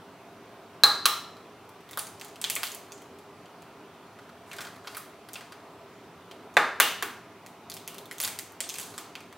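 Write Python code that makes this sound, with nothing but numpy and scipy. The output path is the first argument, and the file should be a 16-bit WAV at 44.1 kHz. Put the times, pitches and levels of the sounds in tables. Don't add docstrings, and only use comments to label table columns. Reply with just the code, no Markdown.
import sys
import numpy as np
from scipy import signal
from scipy.io import wavfile
from scipy.ndimage import uniform_filter1d

SR = 44100
rng = np.random.default_rng(int(sys.argv[2]) if len(sys.argv) > 2 else 0)


def field_ratio(decibels):
    return 10 ** (np.asarray(decibels, dtype=float) / 20)


def output_pcm(signal):
    pcm = np.clip(np.atleast_2d(signal).T, -1, 1) * 32767
    wavfile.write(sys.argv[1], SR, np.round(pcm).astype(np.int16))


N = 413216

# start_s, level_db, contact_ms, ring_against_crack_db, brittle_db_per_octave
KNOCKS = [
    (0.8359, 4, 1.9, 9.5, 1),
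    (1.056, -1, 2.1, -1.5, 3),
    (6.5688, 0, 1, -7, -6),
    (6.8002, 2.5, 1.4, -7.5, 3.5),
    (7.0244, -12.5, 3.7, -6, 2.5),
]
# pitch_hz, width_hz, level_db
KNOCK_RINGS = [
    [(1230, 220, 0.5), (1650, 27, 4.9), (4127, 55, 12.5), (4004, 54, 13), (3958, 50, 8.5), (1370, 60, -2),
     (837, 22, -0.5), (4130, 4.05, 7.5), (980, 40, -6.5)],
    [(1243, 68, 3.5), (3990, 150, 6), (3200, 700, -7), (5400, 340, -4), (1387, 21, 5), (1330, 8, 6),
     (4060, 4, 5)],
    [(1600, 200, -2), (900, 130, -9), (2130, 300, -27), (3500, 130, -3), (1220, 73, -3)],
    [(1320, 140, -8.5), (2860, 240, 12), (1820, 200, -14), (5700, 460, -10), (3550, 260, 3)],
    [(1520, 170, 5), (1150, 220, 2), (2720, 250, -11), (410, 120, 3), (1610, 130, 4)],
]
# pitch_hz, level_db_per_hz
BOWL_CRACK = [(200, -42.5), (700, -18), (1100, -2), (1500, -0.8), (2100, -7), (4600, -13), (8000, -13.5),
              (16000, -15)]
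COUNTER_CRACK = [(200, -29), (700, -11.5), (1100, -7), (1600, -3.4), (2600, -8), (4600, -16), (8000, -19.5),
                 (16000, -21)]
# start_s, level_db
THUDS = [
    (0.8346, -34.5),
]

# start_s, level_db, hollow_db, edge_db, fragment_pitch_hz
PRESS_FIRST = [(1.3677, -43, -2, -12, 4020), (1.6916, -42, -11, -9, 2400), (1.8066, -41.5, -2, -6, 2690),
               (1.89, -37.5, -10, -12, 3600), (1.9103, -27.5, -24, -6, 2010),
               (1.9315, -31.5, -12, -13, 3580), (1.9733, -15, 9.5, 6.5, 3760), (1.987, -20, -14, -4, 10400),
               (1.992, -16, -27, -14, 9500), (2.069, -30.5, -15, -15, 10400), (2.197, -34, -15, -9, 5730),
               (2.2121, -25, -8, -14.5, 7150), (2.2466, -28.5, -23, -9, 2100),
               (2.2826, -36, -22, -13, 2150), (2.3578, -34, -16, -13, 2900)]
# start_s, level_db, hollow_db, edge_db, fragment_pitch_hz
TEAR_FIRST = [(2.4141, -18.5, -13, -10, 7900), (2.4406, -12, -18.5, -20, 3300),
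              (2.499, -10, -24.5, -8, 2880), (2.5528, -17, -42, -4, 7660), (2.5632, -15, -8, -12, 2300),
              (2.6317, -10, -9.5, -4.5, 2970), (2.6534, -22, -21, -16, 3570),
              (2.669, -21.5, -27, -15, 4340), (2.717, -25.5, -26, -6, 6500), (2.7473, -22.5, -25, -3, 4220),
              (2.9198, -30.5, -35, -22.5, 6800), (2.9783, -38.5, -19, -12, 6420),
              (3.019, -40, -13, -8, 3060), (3.1867, -41.5, -19, -11, 3030), (3.457, -43.5, -21, -22, 2950),
              (3.6212, -40.5, -5, -7, 2750), (5.3325, -24, -16, 0, 8200), (5.3389, -29.5, -22, -21, 4900),
              (6.5405, -42, -19, -18, 9000)]
# start_s, level_db, hollow_db, edge_db, fragment_pitch_hz
SCRAPES = [(4.188, -43.5, -1, -18, 1250), (4.2913, -42.5, 1, -12, 1230), (4.5135, -33, -7, -19, 2300),
           (4.5308, -32.5, -13, -14, 1590), (4.5643, -36, -17, -9, 1590), (4.584, -28.5, 4, -14, 1600),
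           (4.6059, -28, -19, -16, 1900), (4.615, -27, -20, -13, 1520), (4.649, -35, -20, -17, 3320),
           (4.6684, -35, -6, -19, 1370), (4.7615, -40, 7, -4, 1200), (4.8457, -39.5, 12, -12, 1330),
           (4.8717, -29.5, 7, -10, 2700), (4.8733, -33, -17, -20, 4750), (4.9465, -32, -3, -9, 2340),
           (4.968, -24.5, -0.5, 4, 1220), (4.978, -27.5, -19, -1.5, 1320), (5.2868, -37.5, -6, -8, 1450),
           (5.355, -32, -5, -25, 2620), (5.408, -38, -6, -21, 1580), (5.521, -36.5, -5, -14, 1600),
           (6.3118, -35, -5, -13, 2950)]
# start_s, level_db, hollow_db, edge_db, fragment_pitch_hz
PRESS_SECOND = [(7.4624, -31, -16.5, -10, 2100), (7.6987, -22.5, -20, -6, 4200),
                (7.7168, -24.5, -25, -21.5, 4170), (7.7396, -23.5, -22, 0, 5530),
                (7.767, -29.5, -18, -14, 3600), (7.8762, -19.5, -14, -8, 2920), (7.9444, -32, -5, -5, 2830),
                (7.9823, -22.5, -7, -5, 3900), (8.056, -33.5, -19, -8, 3560), (8.1115, -25, -11, -14, 1980),
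                (8.1242, -26.5, -19, -5, 2130), (8.1821, -26, -21, -9, 7250), (8.2012, -13, -8, -1, 6340),
                (8.214, -15.5, -24, -11.5, 10800), (8.2281, -18, -29, -21, 10700),
                (8.2368, -10.5, -5, 6, 3500), (8.2474, -15, -16, -16, 9000), (8.2759, -15.5, -10, -6, 2360),
                (8.3884, -16.5, -28, -12, 2000), (8.5206, -35.5, -24, 1, 2520)]
# start_s, level_db, hollow_db, edge_db, fragment_pitch_hz
TEAR_SECOND = [(8.6041, -13, -23, -18.5, 8600), (8.6394, -32, -15, -21, 3860),
               (8.6904, -19, -29, -13, 6400), (8.6974, -22.5, -28, -21, 3200),
               (8.7408, -22.5, -24, -17, 2500), (8.7554, -27, -23, -13, 2630),
               (8.7847, -20.5, -13, -6, 7240), (8.7977, -21, -14, -9, 10700), (8.8124, -23, -21, -11, 3360),
               (8.9409, -40, 12, -8, 4660), (8.9788, -19, -15.5, -14, 1260), (9.1529, -25, -9, -20, 2520),
               (9.2044, -37.5, -22.5, -18, 2340), (9.326, -37.5, 0, -9.5, 2000)]
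SNAP_HZ = [100, 600, 1400, 2500, 4200, 6800, 11500, 17000]
# start_s, hardest_s, end_s, level_db, hollow_db
SQUEEZES = [
    (1.854, 2.266, 2.35, -53, -7),
    (2.576, 2.72, 3.12, -55, -10.5),
    (4.457, 4.62, 4.8, -45, 5),
    (4.836, 4.982, 5.08, -44, -4),
    (5.257, 5.408, 5.56, -57, -3),
    (7.87, 8.3, 8.42, -69, -4),
    (8.665, 8.8, 9.06, -37.5, -9),
]

# delay_ms, level_db
ECHOES = [(1.9, -6), (4.1, -8.5), (5.6, -2.5), (8.2, -11.5), (12.6, -14.5), (17.5, -21.5)]
# pitch_hz, decay_s
ROOM_DECAY = [(250, 0.45), (1000, 0.54), (2500, 0.52), (6000, 0.5), (11000, 0.35), (16000, .3)]
# pitch_hz, side_against_mid_db
ROOM_SIDE = [(500, -29.5), (2000, -21), (5000, -8.5), (9000, -4), (14000, -1)]
# pitch_hz, level_db
ROOM_COLOUR = [(300, 10), (1000, 1), (3000, -2.5), (7000, -4), (14000, -2.5)]

# pitch_hz, level_db_per_hz
FAN_AIR = [(20, -48), (45, -38), (65, -25.5), (100, -15), (200, -11.5), (400, -10.5), (900, -9.5),
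           (1300, -11.5), (1700, -18), (2500, -20), (4300, -27), (6700, -34), (10000, -36.5),
           (16000, -39.5)]
FAN_LEVEL_DB = -48.5
# pitch_hz, width_hz, level_db
FAN_DUCT = [(103.5, 7.1, 14), (172.5, 17.6, 4.5), (238.3, 7.8, 3.5), (292.4, 22, 6.5), (400, 24, 11.5),
            (679, 41, 2), (1010, 68, -12)]
# pitch_hz, width_hz, level_db
FAN_WHINE = [(5800, 89, -81.5)]
# pitch_hz, side_against_mid_db
FAN_SIDE = [(40, -8), (80, -29), (150, -35), (400, -23), (800, -21.5), (1400, -17.5), (3100, -8),
            (6800, -2), (15000, 0.5)]


def evened(x):
    return x / np.sqrt(np.mean(x ** 2) + 1e-20)


def read(points, hz):
    f, value = np.transpose(points)
    return np.interp(np.log(hz + 1), np.log(f + 1), value)


def add(mix, start_s, sound):
    part = mix[..., round(start_s * SR):][..., :sound.shape[-1]]
    part += sound[..., :part.shape[-1]]


def colour(x, points):
    hz = abs(np.fft.fftfreq(x.shape[-1], 1 / SR))
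    log_gain = np.log(field_ratio(read(points, hz)))
    response = np.exp(np.conj(signal.hilbert(log_gain)))
    return np.fft.ifft(np.fft.fft(x) * response).real


def resonate(x, hz, width_hz):
    r = np.exp(-np.pi * width_hz / SR)
    return signal.lfilter([1 - r, 0, r - 1], [1, -2 * r * np.cos(2 * np.pi * hz / SR), r * r], x)


def fracture(ms, uneven_db, size):
    t = np.arange(size) / SR
    unevenness = field_ratio(uneven_db * rng.exponential(1, size))
    blow = np.zeros((2, size))
    blow[0] = rng.standard_normal(size) * unevenness * np.exp(-1000 * t / max(ms, .1))
    blow[0, 0] = 3.7 / max(ms, .4)
    blow[1, 0] = np.linalg.norm(blow[0])
    return blow


def knock(row, crack, rings):
    start_s, level_db, contact_ms, ring_db, brittle_db = row
    blow = fracture(contact_ms, 1.95, size=32768)
    tone = sum(field_ratio(db) * resonate(blow[[1, 1]], hz, width) for hz, width, db in rings)
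    shade = [(hz, db + brittle_db * max(np.log2(hz / 1600), 0)) for hz, db in crack]
    cracking = colour(blow, [(40, -62), *shade])
    sound = evened(cracking) + field_ratio(ring_db) * evened(tone)
    return start_s, field_ratio(level_db + 11.5) * sound / np.linalg.norm(sound[1])


def snap(row, shower_ms, uneven_db, body_db):
    start_s, level_db, hollow_db, edge_db, hz = row
    body_db = body_db + 0.38 * hollow_db
    upper_db = 0.32 * edge_db - 2.5
    levels_db = [hollow_db - 58, hollow_db, hollow_db + 6.5, body_db + 6.5, body_db + 6.5,
                 upper_db, edge_db + 2, edge_db]
    broad = colour(fracture(shower_ms, uneven_db, size=2048), list(zip(SNAP_HZ, levels_db)))
    sound = broad + 1.6 * resonate(broad, hz, hz / 5.9)
    return start_s + .0007, field_ratio(level_db + 2) * sound / abs(sound[0]).max()


def grind(start_s, hardest_s, end_s, level_db, hollow_db):
    t = np.arange(start_s, end_s, 1 / SR)
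    size_draw, push_draw, chance = rng.random((N // 16, 3))[:len(t)].T
    happens = chance < 2500 / SR
    grit = field_ratio(-1.7 * np.log(1 - size_draw)) * (push_draw - .5) * happens
    bright = evened(signal.lfilter(*signal.butter(1, [2800, 11000], "band", fs=SR), grit))
    hollow = evened(resonate(resonate(grit, 1400, 1200), 1400, 1200))
    swell_db = np.interp(t, [start_s, hardest_s, end_s], [-10, 0, -16])
    sound = bright + field_ratio(hollow_db - 4) * hollow
    return start_s, field_ratio(level_db + swell_db - 11.5) * sound * signal.windows.tukey(len(t), .05)


def thud(start_s, level_db):
    t = np.arange(4096) / SR
    return start_s, field_ratio(level_db) * np.sin(2 * np.pi * 30 * t) * np.exp(-t / .012)


def kitchen(close, far):
    t = np.arange(2048)
    echoes = sum(field_ratio(db) * np.sinc(t - ms * SR / 1000) for ms, db in ECHOES)
    echoes = signal.lfilter(*signal.butter(1, 8000, fs=SR), echoes)
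    near = close + signal.oaconvolve(close, echoes)[:N]

    hz, t, z = signal.stft(rng.standard_normal((2, SR)), SR, nperseg=256)
    fade_db = 60 * t / read(ROOM_DECAY, hz)[:, None]
    z = z * field_ratio(read(ROOM_COLOUR, hz)[:, None] - fade_db)
    z[1] *= field_ratio(read(ROOM_SIDE, hz))[:, None]
    mid, side = signal.istft(z, SR, nperseg=256)[1]
    build = 1 - np.exp(-np.arange(len(mid)) / SR / 0.0007)
    tail = np.array([mid + side, mid - side]) * build / np.linalg.norm(mid)
    return near * field_ratio([[-.3], [.3]]) + signal.fftconvolve(far[None], tail, axes=1)[:, :N]


def fan():
    frames, hz = N // 512 + 5, np.fft.rfftfreq(2048, 1 / SR)
    a, b, c, d, patches = rng.standard_normal((frames, 1025, 5)).T
    patches = uniform_filter1d(patches, size=14, axis=0)
    patches = evened(uniform_filter1d(patches, size=8, axis=1))
    lumps = sum(field_ratio(db) / (1 + (2 * (hz - f) / width) ** 2) for f, width, db in FAN_DUCT)
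    gain = field_ratio(read(FAN_AIR, hz))[:, None] * (1 + 0.97 * lumps[:, None]) * field_ratio(1.2 * patches)
    spread = field_ratio(read(FAN_SIDE, hz))[:, None]
    z = gain * np.array([a + 1j * b, spread * (c + 1j * d)])
    mid, side = signal.istft(z, nperseg=2048, noverlap=1536)[1][:, :N]
    scale = field_ratio(FAN_LEVEL_DB) / np.std(mid)
    air = scale * np.array([field_ratio(-1.17) * (mid + side), field_ratio(-0.66) * (mid - side)])
    whine = sum(field_ratio(db) * evened(resonate(rng.standard_normal(N), f, w)) for f, w, db in FAN_WHINE)
    return air + whine


def scene():
    egg = np.zeros((2, N))
    counter = np.zeros(N)
    cracks = 2 * [BOWL_CRACK] + 3 * [COUNTER_CRACK]
    for row, crack, rings in zip(KNOCKS, cracks, KNOCK_RINGS):
        add(egg, *knock(row, crack, rings))
    for row in PRESS_FIRST + TEAR_FIRST + PRESS_SECOND + TEAR_SECOND:
        add(egg, *snap(row, shower_ms=0.72, uneven_db=4.47, body_db=-7))
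    for row in SCRAPES:
        add(egg, *snap(row, shower_ms=2.6, uneven_db=1.8, body_db=-5.5))
    for row in SQUEEZES:
        add(egg, *grind(*row))
    for row in THUDS:
        add(counter, *thud(*row))
    egg = egg - 0.22 * resonate(egg, 5553, 700)
    return kitchen(*egg) + fan() + counter * field_ratio([[-5], [3]])


def top_cut(x):
    return signal.sosfilt(signal.butter(12, 16810, fs=SR, output="sos"), x)


def record(dry):
    limited = np.clip(dry, -1, 1)
    low_pass = signal.ellip(10, .1, 42, 15800, fs=SR, output="sos")
    mix = signal.sosfilt(low_pass, limited)
    return top_cut(mix)


dry = scene()
out = record(dry)
output_pcm(out)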